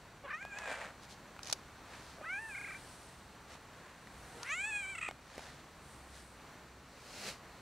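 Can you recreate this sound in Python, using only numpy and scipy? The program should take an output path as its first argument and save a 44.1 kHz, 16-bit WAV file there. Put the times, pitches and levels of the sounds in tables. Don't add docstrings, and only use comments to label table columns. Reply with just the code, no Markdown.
import sys
import numpy as np
from scipy import signal
from scipy.fft import rfft, irfft, next_fast_len
from scipy.io import wavfile
from scipy.ndimage import map_coordinates

SR = 44100
rng = np.random.default_rng(int(sys.argv[2]) if len(sys.argv) > 2 else 0)


def transcribe(signal):
    frames = np.atleast_2d(signal).T
    limited = np.clip(frames, -1, 1)
    pcm = np.round(limited * 32767).astype(np.int16)
    wavfile.write(sys.argv[1], SR, pcm)


N = 335601

# frequency_hz, level_db
TRAFFIC_TONE = [(22, -21), (40, -5), (65, -6.5), (130, -4), (320, -9.5), (520, -11), (1100, -10),
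                (1840, -14), (3400, -22.5), (4300, -20.5), (5300, -28), (5850, -21.5), (6400, -28),
                (7200, -25), (11000, -33.5), (15700, -37)]
SCUFF_TONE = [(120, -35), (200, -10.5), (360, -25.5), (522, -4.5), (1270, -9), (1780, -7), (4910, -25),
              (5760, -26.5), (8070, -23.5), (14000, -46.5)]
CRACK_TONE = [(200, -33), (800, -16), (2100, -17.5), (4300, -10), (6000, -5.5), (7500, -17), (10400, -19.5),
              (15500, -33)]
CLOTH_TONE = [(1200, -34), (2500, -4.5), (4200, 1), (5900, -3), (7200, -5.5), (10000, -10.5), (15500, -29)]
FUR_TONE = [(5000, -11), (7200, -10), (8200, -1.5), (10000, -6.5), (12500, -18), (15000, -26)]
SLEEVE_TONE = [(35, -43), (60, -15), (253, -4), (285, -16), (312, -9.5), (533, -4), (910, -10.5),
               (2710, -8), (3500, -13), (4120, -7.5), (9080, -16.5), (15500, -31)]
# frequency_hz, likeness (1 = the same)
STEREO_LIKENESS = [(100, 1), (1500, 0.98), (3100, 0.92), (6800, 0.64), (14000, .1)]
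# middle_s, half_length_s, level_db
ENGINE_SURGES = [(6.15, 0.18, -61.5), (6.78, .1, -60)]
SHOE_PUSHES = [(.595, .04, -49.5), (.703, 0.04, -42.5), (.823, 0.055, -46)]
HAND_STROKES = [(2.5, 0.16, -61), (2.93, 0.2, -62), (4.58, 0.31, -60.5), (5.91, 0.08, -64.5),
                (6.2, .11, -63.5)]
# time_s, pitch_hz, relative_level_db
FIRST_MEOW = [(.235, 559.5, -54), (.283, 545, -54), (.308, 593, -44.5), (.342, 607, -43),
              (0.371, 645, -54.5), (.42, 801, -51.5), (0.492, 833, -60.5), (0.534, 788.4, -50.5),
              (0.599, 866, -53), (.7, 787, -52.5), (.87, 763, -69)]
SECOND_MEOW = [(2.15, 640, -78), (2.228, 622, -55.5), (2.265, 637.6, -48), (2.33, 772, -42.5),
               (2.371, 810, -46), (2.405, 888, -51), (2.484, 888, -51.5), (2.525, 796, -53.5),
               (2.62, 816, -53), (2.759, 780, -52), (2.8, 782, -78)]
THIRD_MEOW = [(4.32, 473, -71), (4.455, 470.4, -55.5), (4.486, 524.5, -47.5), (4.518, 601, -41),
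              (4.56, 704.4, -44.5), (4.6, 769, -42.5), (4.688, 891, -44.5), (4.72, 833, -43.5),
              (4.774, 830, -43.5), (4.844, 761.6, -47), (4.906, 784, -47), (4.96, 740, -59.5),
              (5.11, 728, -57)]
# opens_s, mouth_resonance_hz, sharpness_q, upper_resonance_hz, treble_db, top_note_darkening_db
MOUTH_SHAPES = [(0.274, 2010, 3, 7300, -9, 3.5), (2.239, 2116, 12, 6850, -9.5, 9),
                (4.436, 2350, 4.5, 8040, -1, 4)]
# frequency_hz, gain_db
THROAT_TONE = [(480, -8.5), (650, -13.5), (880, -8.2), (1270, 2.5), (1920, -2.5), (2480, 1.5), (3150, -3.5),
               (3850, -4.5), (4850, -13.5), (6250, -4.5), (7300, .5), (8800, 1.5), (11500, -11.5)]
# first_s, last_s, spacing_s, first_gain_db, last_gain_db, roughness (0 to 1)
PURR_RUNS = [(.271, .324, .0265, -6, -5, .2), (2.184, 2.247, .0315, 2, 0, .5),
             (2.553, 2.742, .0315, 6, -4.5, .16), (4.957, 5.016, .0295, 10.5, 15, .06),
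             (5.033, 5.084, .017, 12, 11.5, .18)]
# frequency_hz, lead_radians
RIGHT_LEAD = [(5500, 0.066), (8500, 0.98), (12000, .4)]
# start_s, peak_db, pitch_hz
DULL_TAPS = [(.427, -38, 2040), (0.451, -33, 740), (0.588, -32, 1840), (1.365, -42, 1390),
             (1.392, -33.5, 1390), (1.499, -35, 1000), (4.072, -40.5, 1930), (5.088, -27, 800),
             (5.111, -31.5, 745), (5.3798, -32, 554), (5.393, -35, 794)]
# start_s, level_db
GRIT_CLICKS = [(0.5863, -38), (1.4317, -36), (1.472, -36), (1.5, -33.5), (1.5266, -17.5), (1.532, -27.5),
               (4.431, -33.5)]
# pitch_hz, width_hz (wider dies sooner), relative_level_db
GRIT_RINGS = [(820, 580, -22), (1430, 110, -20), (2440, 180, 6.5), (4630, 130, -18), (4960, 85, -30),
              (6340, 130, 2)]
# middle_s, half_length_s, low_swish_db, high_hiss_db
JACKET_SHIFTS = [(1.039, 0.015, -66, -58.5), (1.119, 0.019, -79, -55.5), (1.487, 0.035, -55.5, -53.5),
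                 (1.958, 0.065, -56, -63), (2.1, 0.067, -79, -62.5), (2.878, 0.24, -70, -65),
                 (3.528, 0.028, -56, -59), (3.86, 0.12, -60, -76), (4.426, 0.11, -59, -63.5),
                 (5.428, 0.11, -56, -59), (6.17, 0.042, -61.5, -60.5)]

SHUT_HZ, SHUT_ROUGHNESS = 600, .2
LIPS_S, JAW_S = .0067, .07
MOUTH_RISE, UPPER_RISE = .26, .56
TOP_NOTE_HZ, TOP_NOTE_WIDTH_HZ = 834, 38
THROB_HALF_S, THROB_SCATTER = .007, .139
THROB_SAG, THROB_DULL_DB = .15, 3
DEEPEN_PER_S = 4.84


def amp(db):
    return 10 ** (np.asarray(db) / 20)


def unit(x):
    return x / np.sqrt(np.mean(x ** 2) + 1e-20)


def along(points, hz):
    freqs, values = np.transpose(points)
    return np.interp(np.log(hz + 1), np.log(freqs + 1), values)


def step(x):
    return .5 + .5 * np.tanh(x / 2)


def wobble(rate, t):
    return map_coordinates(rng.standard_normal(size=4096), [(t - t[0]) * rate], mode="wrap")


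def swells(rows, t):
    return sum(amp(db) * np.exp(-((t - s) / half) ** 2 / 2) for s, half, db in rows)


def filtered(x, response):
    n = x.shape[-1]
    padded = next_fast_len(n + SR // 4)
    return irfft(rfft(x, padded) * response(np.fft.rfftfreq(padded, 1 / SR)), padded)[..., :n]


def add(track, start_s, sound):
    part = track[..., round(start_s * SR):][..., :sound.shape[-1]]
    part += sound[..., :part.shape[-1]]


def stereo_noise(tone):
    def response(hz):
        spread = np.arccos(np.clip(along(STEREO_LIKENESS, hz), -1, 1)) / 2
        return amp(along(tone, hz)) * [np.cos(spread), np.sin(spread)]
    mid, side = filtered(rng.standard_normal((2, N)), response)
    return unit(np.array([mid + side, mid - side]))


def town(t, traffic_db=-55.5, sway_db=1.5, engine_hz=64, idle_db=-69):
    hum = np.sin(2 * np.pi * np.cumsum(engine_hz + 3 * wobble(5, t)) / SR)
    engine = hum * (amp(idle_db) + swells(ENGINE_SURGES, t)) * amp(2.2 * wobble(3.1, t))
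    return amp(traffic_db + sway_db * wobble(4, t)) * stereo_noise(TRAFFIC_TONE) + engine


def resonance(hz, centre_hz, q):
    return 1 / (1 - (hz / centre_hz) ** 2 + 1j * hz / (centre_hz * q))


def meow(glide, opens_s, open_hz, mouth_q, upper_hz, treble_db, dark_db, breath_db=-29):
    times, notes, levels = np.transpose(glide)
    t = np.arange(int(times[0] * SR), int(times[-1] * SR)) / SR
    note_hz, level_db = np.interp(t, times, notes), np.interp(t, times, levels)
    sag, throb_db, hoarse = purr(t)
    pitch_hz = note_hz * (1 - sag)

    parted = step((t - opens_s) / LIPS_S)
    narrow = np.exp(-np.maximum(t - opens_s, 0) / JAW_S)
    mouth_hz = SHUT_HZ + (open_hz * (1 - MOUTH_RISE * narrow) - SHUT_HZ) * parted

    slack = np.clip((570 - note_hz) / 170, 0, .4)
    feeble = np.clip((-57 - level_db) / 40, 0, .2)
    rough = np.maximum(hoarse + slack + feeble, SHUT_ROUGHNESS * (1 - parted))
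    waver = .008 * wobble(110, t) + .006 * wobble(500, t) + .062 * rough * wobble(700, t)
    cycles = np.cumsum(pitch_hz * (1 + waver)) / SR

    harmonic = np.arange(1, 20)[:, None]
    hz = harmonic * pitch_hz
    treble = np.clip((hz - 2500) / 700, 0, 1)
    bright_db = (treble_db - THROB_DULL_DB * sag / THROB_SAG) * treble
    pure_db = dark_db * step((note_hz - TOP_NOTE_HZ) / TOP_NOTE_WIDTH_HZ) * np.maximum(3 - harmonic, 0)
    weights = amp(along(THROAT_TONE, hz) + bright_db + pure_db) * resonance(hz, mouth_hz, mouth_q)
    weights *= resonance(hz, upper_hz * (1 - UPPER_RISE * narrow), q=12)
    weights /= np.linalg.norm(weights, axis=0)

    swirl = np.array([wobble(650, t) + 1j * wobble(650, t) for _ in harmonic])
    breath = (amp(breath_db) + 1.65 * rough) * swirl
    voice = np.real(weights * (1 + breath) * np.exp(2j * np.pi * harmonic * cycles)).sum(0)
    fade = np.clip(np.minimum(t - t[0], t[-1] - t) / .0087, 0, 1)
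    flicker_db = 1.7 * wobble(70.6, t)
    return np.sqrt(2) * voice * fade * amp(level_db + throb_db + flicker_db)


def purr(t):
    sag, gain_db, rough = np.zeros((3, len(t)))
    for first_s, last_s, spacing_s, first_db, last_db, hoarse in PURR_RUNS:
        for s in np.arange(first_s, last_s + spacing_s / 2, spacing_s):
            half_s = THROB_HALF_S * rng.normal(1, THROB_SCATTER)
            squeeze = np.exp(-np.abs((t - s) / half_s) ** 3)
            depth = THROB_SAG * (1 + DEEPEN_PER_S * (s - (first_s + last_s) / 2))
            sag += squeeze * depth * rng.normal(1, THROB_SCATTER)
            gain_db += squeeze * np.interp(s, [first_s, last_s], [first_db, last_db])
            rough += squeeze * hoarse
    return sag, gain_db, rough


def cat(boost_db=4.5):
    voice = np.zeros(N)
    for glide, mouth in zip((FIRST_MEOW, SECOND_MEOW, THIRD_MEOW), MOUTH_SHAPES):
        add(voice, glide[0][0], meow(glide, *mouth))
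    sides = np.array([[-1], [1]])
    return filtered(voice * amp(boost_db), lambda hz: np.exp(.5j * along(RIGHT_LEAD, hz) * sides))


def wall_echo(sound, fade_s=.42):
    t = np.arange(SR // 4) / SR
    tail = rng.standard_normal((2, len(t))) * amp(-60 * t / fade_s) * (t > .003)
    tail += 2 * tail.mean(0)
    return signal.fftconvolve(sound[None], tail / np.linalg.norm(tail[0]), axes=1)[:, :N]


def taps(rise_s=.00034, fade_s=.0086):
    out, t = np.zeros(N), np.arange(SR // 20) / SR
    envelope = amp(-60 * t / fade_s) * (1 - np.exp(-t / rise_s))
    for start_s, peak_db, pitch_hz in DULL_TAPS:
        noise = unit(filtered(rng.standard_normal(len(t)), lambda hz: 1 / (1 + (hz / 3000) ** 2)))
        tap = (np.sin(2 * np.pi * pitch_hz * t) + .45 * noise) * envelope
        add(out, start_s, amp(peak_db) * tap / np.abs(tap).max())
    return out


def friction(noise, t, grain_db):
    return noise * unit(amp(grain_db * wobble(450, t)))


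def shoe_scuffs(t):
    return swells(SHOE_PUSHES, t) * friction(stereo_noise(SCUFF_TONE), t, grain_db=2.5)


def grit(hold_s=.00072, fade_s=.018, crack_db=-5.5, ring_db=-17):
    out, t = np.zeros((2, N)), np.arange(SR // 20) / SR
    envelope = amp(-60 * np.maximum(t - hold_s, 0) / fade_s)
    for start_s, level_db in GRIT_CLICKS + crunch():
        cutoff_hz = 15000 * amp(.095 * (level_db + 22))
        noise = rng.standard_normal(len(t)) + .99 * rng.standard_normal((2, len(t)))
        crack = filtered(noise, lambda hz: amp(along(CRACK_TONE, hz)) / (1 + (hz / cutoff_hz) ** 4))
        ring = np.zeros(len(t))
        for pitch_hz, width_hz, db in GRIT_RINGS:
            strength = amp(db) * rng.normal(1, .099)
            ring += strength * np.exp(-np.pi * width_hz * t) * np.sin(2 * np.pi * pitch_hz * t)
        click = amp(crack_db) * unit(crack) * envelope + amp(ring_db) * ring
        add(out, start_s, amp(level_db) * click)
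    return out


def crunch(count=8, from_s=1.445, to_s=1.522, level_db=-40.5, spread_db=2):
    times = from_s + (to_s - from_s) * (np.arange(count) + rng.random(count)) / count
    return list(zip(times, rng.normal(level_db, spread_db, count)))


def jacket_rustles(t):
    swish = swells([(s, half, db) for s, half, db, _ in JACKET_SHIFTS], t)
    hiss = swells([(s, half, db) for s, half, _, db in JACKET_SHIFTS], t)
    return friction(swish * stereo_noise(SCUFF_TONE) + hiss * stereo_noise(CLOTH_TONE), t, grain_db=1.9)


def fur_strokes(t):
    return swells(HAND_STROKES, t) * friction(stereo_noise(FUR_TONE), t, grain_db=1.5)


def sleeve_swish(t, peak_s=7.29, peak_db=-42, rise_db_per_s=65, fall_db_per_s=258):
    level_db = peak_db - np.maximum(rise_db_per_s * (peak_s - t), fall_db_per_s * (t - peak_s))
    return amp(level_db) * friction(stereo_noise(SLEEVE_TONE), t, grain_db=1)


def scene(echo_db=-24):
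    t = np.arange(N) / SR
    near = cat() + grit() + taps()
    echo = amp(echo_db) * wall_echo(near.mean(0))
    rubbing = shoe_scuffs(t) + sleeve_swish(t) + fur_strokes(t) + jacket_rustles(t)
    return near + echo + rubbing + town(t)


def record(dry):
    return filtered(dry, lambda hz: hz < 15750)


dry = scene()
out = record(dry)
transcribe(out)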